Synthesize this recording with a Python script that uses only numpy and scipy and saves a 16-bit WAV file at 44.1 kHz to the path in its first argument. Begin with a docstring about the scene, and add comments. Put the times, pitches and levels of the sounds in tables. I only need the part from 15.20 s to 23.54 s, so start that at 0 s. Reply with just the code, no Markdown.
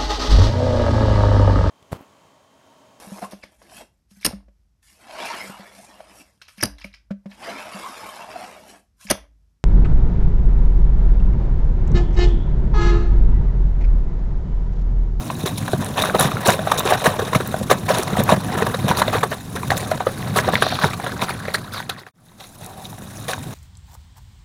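"""A wet mesh trap hauled hand over hand up the side of a wooden boat, one close microphone, night.
Each pull squeezes out water that sloshes, trickles and crackles in the mesh; taut strands snap free.
Close by, slaps ring pockets of air at the hull and the net thumps the boards, with a short, dull echo.
Behind it the boat rumbles and open water washes. The microphone overloads on the hardest slaps.
Late on, the sound fades to a moment of silence and returns more quietly."""
import sys
import numpy as np
from scipy import signal
from scipy.fft import rfft, irfft, next_fast_len
from scipy.io import wavfile
from scipy.ndimage import uniform_filter1d, map_coordinates

SR = 44100
rng = np.random.default_rng(int(sys.argv[2]) if len(sys.argv) > 2 else 0)


def generate_wav(sig):
    """Save sig (samples, or channels by samples) to the path in sys.argv[1] as 16-bit PCM at SR."""
    pcm = np.round(np.clip(np.atleast_2d(sig).T, -1, 1) * 32767).astype(np.int16)
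    wavfile.write(sys.argv[1], SR, pcm)


N = 367794


def amp(db):
    """Decibels to gain."""
    return 10 ** (np.asarray(db) / 20)


def unit(x):
    """Scale to rms 1."""
    return x / np.sqrt(np.mean(x ** 2) + 1e-20)


def curve(rows):
    """Join (time, value) points into one value per sample."""
    return np.interp(np.arange(N) / SR, *np.transpose(rows))


def wobble(rate):
    """A smooth random curve, rate knots a second."""
    return map_coordinates(rng.standard_normal(int(N * rate / SR) + 4), [np.arange(N) * rate / SR])


def swell(middle_s, width_s):
    """A bell-shaped rise and fall with peak 1."""
    return np.exp(-((np.arange(N) / SR - middle_s) / width_s) ** 2 / 2)


def add(track, s, sound):
    """Mix a sound into the track at time s."""
    part = track[max(round(s * SR), 0):][:len(sound)]
    part += sound[:len(part)]


def colour(x, spectrum, size=4096):
    """Minimum-phase filter of unit energy, shaped by rows of f/Hz, level/dB."""
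    hz, db = np.transpose(spectrum)
    grid = np.fft.rfftfreq(size, 1 / SR)
    gain = amp(np.interp(np.log(grid + 1), np.log(hz), db))
    cepstrum = irfft(np.log(gain))
    causal = 2 * cepstrum[:size // 2] * (np.arange(size // 2) > 0)
    response = irfft(np.exp(rfft(causal, size)))
    return signal.fftconvolve(x, response / np.linalg.norm(response))[:len(x)]


def bubble(t, hz, rise_cycles, life_cycles, glide):
    """A pocket of air swells, rings a few cycles and rises in pitch."""
    cycles = t * hz
    shape = (1 - np.exp(-(cycles / rise_cycles) ** 2)) * np.exp(-cycles / life_cycles)
    return shape * np.sin(2 * np.pi * cycles * (1 + glide * np.tanh(cycles / 10)))


def ticks(rate, scatter_db):
    """Random tiny impacts of uneven size, rms 1."""
    sizes = amp(scatter_db * np.clip(rng.standard_normal(N), -2, 2)) * rng.choice([-1, 1], N)
    return unit(sizes * (rng.random(N) < rate / SR))


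def drops(count, hz, spread, life_cycles, scatter_db, size=500):
    """Many small drops, each ringing at its own pitch, rms 1."""
    pitch, level = np.clip(rng.standard_normal((2, count, 1)), -1.8, 1.8)
    rings = bubble(np.arange(size) / SR, hz * np.exp(spread * pitch), 0.82, life_cycles, glide=0.053)
    grains = amp(scatter_db * level) * rings
    where = rng.integers(0, N, (count, 1)) + np.arange(size)
    return unit(np.bincount(where.ravel(), grains.ravel(), N)[:N])


def glitter(x, depth_db, size=256):
    """Each passing clump of drops favours its own frequencies for a moment; rms 1."""
    spectra = signal.stft(x, nperseg=size)[2]
    patches = uniform_filter1d(rng.standard_normal(spectra.shape), size=4, axis=0)
    patches = uniform_filter1d(patches, size=5, axis=1)
    return unit(signal.istft(spectra * amp(depth_db * unit(patches)), nperseg=size)[1][:N])


# Spectrum of the water all around the boat: f/Hz, level/dB
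WATER_COLOUR = [(25, 4), (60, 3.5), (250, -1), (480, -4), (780, 0.5), (1500, -8.5), (2800, -15.5),
                (3900, -14.5), (5500, -18.5), (10500, -19.5), (16000, -24.5)]

def open_water(level_db):
    """Farthest from the microphone, open water makes a faint, nearly even wash."""
    return amp(level_db + 0.98 * wobble(8)) * unit(colour(rng.standard_normal(N), WATER_COLOUR))


# Rise and fall of the boat's rumble: t/s, relative level/dB
ROCKING_LEVEL = [(0, -29.5), (2.35, -31.5), (3.06, -28.5), (4.0, -29), (4.15, -34.5), (4.55, -29.5),
                 (4.8, -34.5), (5.4, -27.5), (5.78, -35), (6.8, -33), (7.1, -41), (8.34, -35.5)]
# Spectrum of that rumble: f/Hz, level/dB
RUMBLE_COLOUR = [(20, -30), (45, -17.5), (70, -9.5), (103, 1.5), (125, -0.5), (190, -2.5), (260, -8),
                 (360, -16), (700, -41.5), (2000, -54)]

def rocking_boat(gain_db):
    """Under the microphone the boat rocks with a low, uneven rumble."""
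    rumble = colour(rng.standard_normal(N), RUMBLE_COLOUR) * amp(2.2 * wobble(25))
    return amp(curve(ROCKING_LEVEL) + gain_db) * unit(rumble)


def hull_echo(x, t60):
    """The open hull scatters nearby sounds back as a short, dull echo."""
    t = np.arange(SR // 5) / SR
    tail = colour(rng.standard_normal(len(t)), [(100, 5.5), (1500, 1.5), (4000, -8.5), (14000, -5)])
    tail = tail * amp(-60 * t / t60) * (t > .003)
    return signal.fftconvolve(x, tail / np.linalg.norm(tail))[:N]


def lapping_wave(level_db, gurgle_db):
    """Just over the side, one small wave washes along the planks."""
    spectrum = [(300, -13), (550, -9), (750, -2), (1300, -18), (2000, -22), (4000, -35)]
    wash = colour(ticks(rate=3700, scatter_db=3), spectrum)
    gurgle = unit(wash * amp(gurgle_db * wobble(40)))
    return amp(level_db) * swell(middle_s=7.54, width_s=0.1) * gurgle


# Bumps of the net on the boards: t/s, relative level/dB
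BUMPS = [(0.234, -12.5), (0.532, -9), (0.954, -13.5), (1.003, -10), (1.048, -9), (1.28, -8), (1.873, -5.5),
         (2.156, -4.5), (2.412, -13), (2.518, -11.5), (2.925, -12), (2.985, -8), (3.121, -7),
         (3.173, -11.5), (3.418, -11.5), (3.642, -10), (3.703, -8.5), (4.508, -19.5), (5.638, -10),
         (6.022, -14)]
# Modes of the boards: f/Hz, level/dB, t60/s
BOARD_MODES = [(104.6, -8, 0.16), (130, 3, 0.051), (180, -1.5, 0.071), (229, -7, 0.041), (289.4, -4, 0.044),
               (496, -2.5, 0.033)]

def board_thumps(gain_db, attack_s):
    """Soft bumps ring the boards near the microphone, a little differently at each spot."""
    out, t = np.zeros(N), np.arange(SR // 6) / SR
    for s, db in BUMPS:
        ring = np.zeros(len(t))
        for hz, mode_db, t60 in BOARD_MODES:
            decay = amp(mode_db + rng.normal(0, 1) - 60 * t / t60)
            spot_hz = hz * rng.normal(1, 0.067)
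            ring += decay * np.sin(2 * np.pi * spot_hz * t + rng.uniform(0, 2 * np.pi))
        ring *= 1 - np.exp(-(t / attack_s) ** 2)
        add(out, s, amp(db + gain_db) * ring / np.abs(ring).max())
    return signal.sosfilt(signal.butter(2, 85, "high", fs=SR, output="sos"), out)


def small_slaps(flow_db, count=36, middle_hz=853, scatter_db=5.5):
    """Rows like LOUD_SLAPS for small slaps at random moments, their strength following the flow."""
    when, pitch, size = rng.uniform(-0.91, 1, (count, 3)).T
    at = ((when + 1) / 2 * (N - 1)).astype(int)
    db = flow_db[at] + scatter_db * size
    return np.transpose([at / SR, middle_hz * np.exp(0.54 * pitch), db + 19.5, db + 6])


# Loudest slaps at the hull and in the net's folds: t/s, f/Hz, ring level/dB, relative splash level/dB
LOUD_SLAPS = [(0.1016, 990, -7.5, -27), (0.4799, 1550, -9, -26.5), (0.5331, 654, -4, -29),
              (0.8381, 1190, -0.5, -21), (0.898, 1490, -4.5, -35), (0.9475, 524, -5.5, -22),
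              (1.0455, 665, -5.5, -28.5), (1.1694, 1350, -6.5, -32), (1.4724, 684, -3, -27.5),
              (1.5181, 1160, 2.5, -15.5), (1.7229, 700, 4.5, -30), (1.858, 465, -0.5, -15.5),
              (1.9926, 484, -5.5, -24), (2.0228, 433, -8.5, -33), (2.132, 980, -4, -21.5),
              (2.1497, 1180, -0.5, -13), (2.2032, 496, -12, -24.5), (2.3421, 662, -3, -45),
              (2.5133, 532, 4, -16.5), (3.092, 1040, 3, -25), (3.1224, 612, 5, -19.5),
              (3.4221, 466, -1, -22.5), (3.4671, 1110, -7, -19), (3.5435, 500, -11, -22),
              (3.7125, 930, 3, -28.5), (3.8183, 994, 1, -17), (3.8805, 616, -6, -20.5),
              (3.953, 464, -5, -25), (4.033, 1090, -1.5, -16), (4.4325, 1010, -9.5, -38),
              (4.505, 1770, 1, -17.5), (4.5176, 744, 1, -24), (4.7155, 624, -5, -24),
              (4.806, 726, -6, -27.5), (4.8684, 519, 1, -25), (5.278, 520, -3.5, -35),
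              (5.287, 730, -2, -25), (5.3355, 602, -5.5, -20.5), (5.3552, 2020, 4.5, -25),
              (5.4234, 1460, 2, -16.5), (5.6426, 893, 2, -22), (5.798, 786, -11.5, -34),
              (5.8398, 711, -11.5, -34), (5.8648, 1630, -9, -29), (6.282, 538, -7.5, -31),
              (6.346, 1545, -5.5, -20.5), (6.6024, 890, -6.5, -33.5), (6.8666, 1640, -2, -24.5),
              (8.1338, 1550, -5.5, -34)]
# Spectrum of their spatter: f/Hz, level/dB
SPATTER_COLOUR = [(200, -29.5), (500, 4.5), (1100, 3), (1800, 9), (2700, -14), (3800, 8.5), (4800, -23.5),
                  (10500, -19.5), (16000, -34.5)]

def water_slaps(flow_db, overtone_db, spatter_db, spatter_t60, fallback_db, fallback_s):
    """At close range each slap rings a trapped air pocket under spatter; four thrown drops fall back."""
    rings, spatter, t = np.zeros(N), np.zeros(N), np.arange(SR // 20) / SR
    for s, hz, ring_db, splash_db in np.vstack([LOUD_SLAPS, small_slaps(flow_db)]):
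        pocket = bubble(t, hz, rise_cycles=0.82, life_cycles=2.23, glide=0.03)
        overtone = bubble(t, hz * rng.uniform(1.42, 2.55), rise_cycles=0.93, life_cycles=3.5, glide=0.084)
        add(rings, s - .0005, amp(ring_db) * (pocket + amp(overtone_db) * overtone))
        for delay, pitch in rng.random((4, 2)):
            drop = bubble(t, 520 * 3.5 ** pitch, rise_cycles=0.68, life_cycles=2.14, glide=.02)
            add(rings, s + delay * fallback_s, amp(ring_db + fallback_db - 10 * delay) * drop)
        puff = amp(splash_db + spatter_db - 60 * t / spatter_t60) * rng.standard_normal(len(t))
        add(spatter, s - .0005, puff)
    return rings + colour(spatter, SPATTER_COLOUR)


# Spectrum of the net washing at the waterline: f/Hz, level/dB
SLOSH_COLOUR = [(150, -26), (330, -9), (480, 2), (700, 2), (870, -1.5), (1080, 1.5), (1350, -9.5),
                (1750, -7.5), (2200, -17), (3000, -12.5), (5000, -35.5)]

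def net_slosh(lift, spurts):
    """Low in the water the net washes and plops; once raised, its drips patter at a higher pitch."""
    wash = unit(colour(ticks(rate=1500, scatter_db=3), SLOSH_COLOUR))
    plops = drops(count=1700, hz=745, spread=0.407, life_cycles=3.3, scatter_db=8.5)
    drips = drops(count=2800, hz=1580, spread=.2, life_cycles=2.7, scatter_db=6)
    slosh = np.sqrt(1 - 0.84 * lift) * unit(wash + 0.73 * plops) + np.sqrt(1.13 * lift) * drips
    return unit(slosh * amp(2 * spurts + 1.76 * wobble(30)))


# Spectrum of the spray off the net: f/Hz, level/dB
TRICKLE_COLOUR = [(1800, -24), (2500, -2), (2950, -10.5), (3350, -5.5), (3750, 4), (4200, -4.5),
                  (4800, -23), (5600, -7), (8000, -30)]

def net_trickle(gain, lift, spurts):
    """Beside the boat, thin streams spray and break into a dense sizzle of tiny bubbles."""
    spray = ticks(rate=1400, scatter_db=9) + .5 * rng.standard_normal(N)
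    spray = unit(colour(spray, TRICKLE_COLOUR))
    sizzle = drops(count=7000, hz=4000, spread=.11, life_cycles=4.5, scatter_db=4, size=250)
    streams = (np.sqrt(1 - lift) * spray + np.sqrt(lift) * sizzle) * amp(3.07 * spurts)
    # the belly of the net clears the surface and streams evenly
    pour = amp(-32) * swell(middle_s=5.48, width_s=0.095) * unit(sizzle + spray)
    return gain * glitter(streams, depth_db=3) + pour


# Spectrum of the wet mesh, heard close: f/Hz, level/dB
MESH_COLOUR = [(3000, -37), (5200, -4.5), (6600, -0.5), (8000, -4.5), (10400, 2), (12500, -10.5),
               (14300, -1), (16000, -15)]

def mesh_crackle(lift, spurts, full_lift_db=-7.5):
    """Water films burst in the mesh: a fine fizz with pinpoint ticks, weaker in a raised net."""
    fizz = unit(colour(ticks(rate=1300, scatter_db=-1.5) + rng.standard_normal(N), MESH_COLOUR))
    pinpoints = drops(count=1800, hz=10000, spread=.3, life_cycles=3, scatter_db=7, size=120)
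    crackle = fizz + .5 * unit(colour(pinpoints, MESH_COLOUR))
    crackle *= amp(2.4 * spurts + 2.17 * wobble(110))
    return amp(full_lift_db * lift) * glitter(crackle, depth_db=2.5)


# Wet strands snapping free: t/s, relative peak level/dB, f/Hz
STRAND_SNAPS = [(0.6457, -14.5, 8900), (0.9967, -1, 10200), (1.0087, -2.5, 9760), (1.274, -2, 7580),
                (1.3033, -8, 6660), (1.594, -2.5, 14000), (2.275, -12, 14300), (2.7848, -9, 10100),
                (2.8328, -11, 6360), (3.037, -7.5, 14200), (3.7715, -10, 4200), (4.5775, -9.5, 6730),
                (7.4455, -15.5, 10100), (7.4625, -12, 10300)]

def strand_snaps(gain_db, t60, spray_db, spray_t60, broadband_db):
    """Near the microphone a taut strand lets go with a bright, pitched tick and flicks off spray."""
    out, t = np.zeros(N), np.arange(SR // 20) / SR
    for s, db, hz in STRAND_SNAPS:
        decay = amp(-60 * t / t60) + amp(spray_db - 60 * t / spray_t60)
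        crack = decay * rng.standard_normal(len(t))
        pitched = signal.lfilter(*signal.iirpeak(hz, Q=4, fs=SR), crack)
        tick = pitched + amp(broadband_db) * colour(crack, MESH_COLOUR)
        add(out, s, amp(db + gain_db) * tick / np.abs(tick).max())
    return out


# Pulls and squeezes of the net: t/s, length/s, relative slosh level/dB, relative spray level/dB
NET_PULLS = [(0.255, 0.042, -25, -30.5), (0.378, 0.01, -39, -27), (0.594, 0.11, -29.5, -41),
             (0.76, 0.15, -24, -30.5), (0.991, 0.088, -18, -24), (1.252, 0.086, -17, -24),
             (1.577, 0.024, -26.5, -25.5), (1.653, 0.16, -18, -29), (1.841, 0.04, -16.5, -25),
             (2.5, 0.034, -13, -25.5), (2.684, 0.058, -17.5, -32), (2.733, 0.1, -23, -31),
             (2.968, 0.03, -19, -29), (3.078, 0.092, -20, -30), (3.35, 0.11, -22.5, -37.5),
             (3.678, 0.04, -18, -27.5), (3.768, 0.036, -24.5, -23.5), (3.925, 0.063, -21.5, -33),
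             (4.116, 0.021, -19.5, -34), (4.357, 0.014, -25.5, -31), (4.567, 0.046, -33, -29.5),
             (5.162, 0.041, -15.5, -22.5), (5.615, 0.071, -21, -30), (6.014, 0.039, -20.5, -28),
             (6.094, 0.015, -28.5, -30.5), (6.341, 0.016, -24, -21), (6.523, 0.11, -23, -25.5),
             (6.696, 0.0052, -18, -19.5), (6.775, 0.06, -24, -32.5), (7.186, 0.089, -33, -36),
             (7.41, 0.057, -35, -39), (7.646, 0.03, -46.5, -37), (8.083, 0.054, -26, -28)]

def surges(flow_db, edge_s=0.0033, spill_db=-6.5, settle_s=0.018):
    """Gains of slosh, trickle and crackle: all follow the flow and surge with each pull and loud slap."""
    extra_db = flow_db + 32  # above the usual flow
    power = amp([flow_db, -41 + 0.64 * extra_db, -40.5 + 0.22 * extra_db]) ** 2
    splashes = [(s, 0.011, db, db - 11.5) for s, _, _, db in LOUD_SLAPS]  # each acts as a brief pull
    t = np.arange(SR // 3) / SR
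    for start, length, slosh_db, spray_db in list(NET_PULLS) + splashes:
        # a pull sets in quickly; its water spills on afterwards
        arch = np.sin(np.pi * np.clip(t / (length + 2 * edge_s), 0, 1) ** 0.6)
        spill = amp(spill_db) * (t > length / 2) * np.exp(-np.abs(t - length) / settle_s)
        for layer, db in zip(power, [slosh_db + 0.74, spray_db + 0.67, spray_db - 0.83]):
            add(layer, start - edge_s, amp(db) ** 2 * (arch ** 2 + spill ** 2))
    return np.sqrt(power)


# How freely the raised net drips and streams: t/s, share/0-1
NET_LIFT = [(0, 0.11), (3, 0.13), (4.3, 0.24), (5.5, 0.28), (6.0, 0.47), (6.6, 0.76), (6.9, 0.6),
            (7.2, 0.15)]

def wet_net(flow_db):
    """Right at the microphone the net sloshes, trickles and crackles, all in shared uneven spurts."""
    slosh_gain, trickle_gain, crackle_gain = surges(flow_db)
    lift, spurts = curve(NET_LIFT), wobble(90)
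    slosh = slosh_gain * net_slosh(lift, spurts)
    trickle = net_trickle(trickle_gain, lift, spurts)
    return slosh + trickle + crackle_gain * mesh_crackle(lift, spurts)


# Water running out of the net between pulls: t/s, level/dB
OUTFLOW = [(0.0, -36), (0.65, -39.5), (0.97, -30.5), (2.04, -28), (2.3, -35), (2.55, -37), (2.93, -26),
           (3.2, -31.5), (3.9, -30), (4.2, -44), (4.64, -31), (4.87, -43), (5.09, -31.5), (5.5, -28),
           (5.76, -35.5), (6.85, -34), (7.0, -49.5), (8.34, -41)]

def scene():
    """One microphone at the side of the boat: net and hull close, open water behind."""
    flow_db = curve(OUTFLOW)
    close = wet_net(flow_db)
    close += water_slaps(flow_db, overtone_db=-10.5, spatter_db=-2.5, spatter_t60=0.027,
                         fallback_db=-13, fallback_s=0.033)
    close += board_thumps(gain_db=1, attack_s=0.0028)
    close += lapping_wave(level_db=-35.5, gurgle_db=3)
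    close += strand_snaps(gain_db=-2, t60=0.0098, spray_db=-6, spray_t60=0.013, broadband_db=-12)
    background = rocking_boat(gain_db=3) + open_water(level_db=-43)
    return (background + close + amp(-17.5) * hull_echo(close, t60=0.12))[None]


def record(dry):
    """The level fades to silence and back in, the hardest peaks clip and the top treble is cut."""
    silent_from_s, silent_to_s, fade_out_s, fade_in_s = 6.915, 6.935, 0.95, 1.37
    top_hz = 15900
    t = np.arange(N) / SR
    fade = np.clip(np.maximum((silent_from_s - t) / fade_out_s, (t - silent_to_s) / fade_in_s), 0, 1)
    clipped = np.clip(dry * fade ** 0.73, -1, 1)
    size = next_fast_len(N + SR // 2)
    passband = np.fft.rfftfreq(size, 1 / SR) < top_hz
    return irfft(rfft(clipped, size) * passband, size)[..., :N]


dry = scene()
out = record(dry)
generate_wav(out)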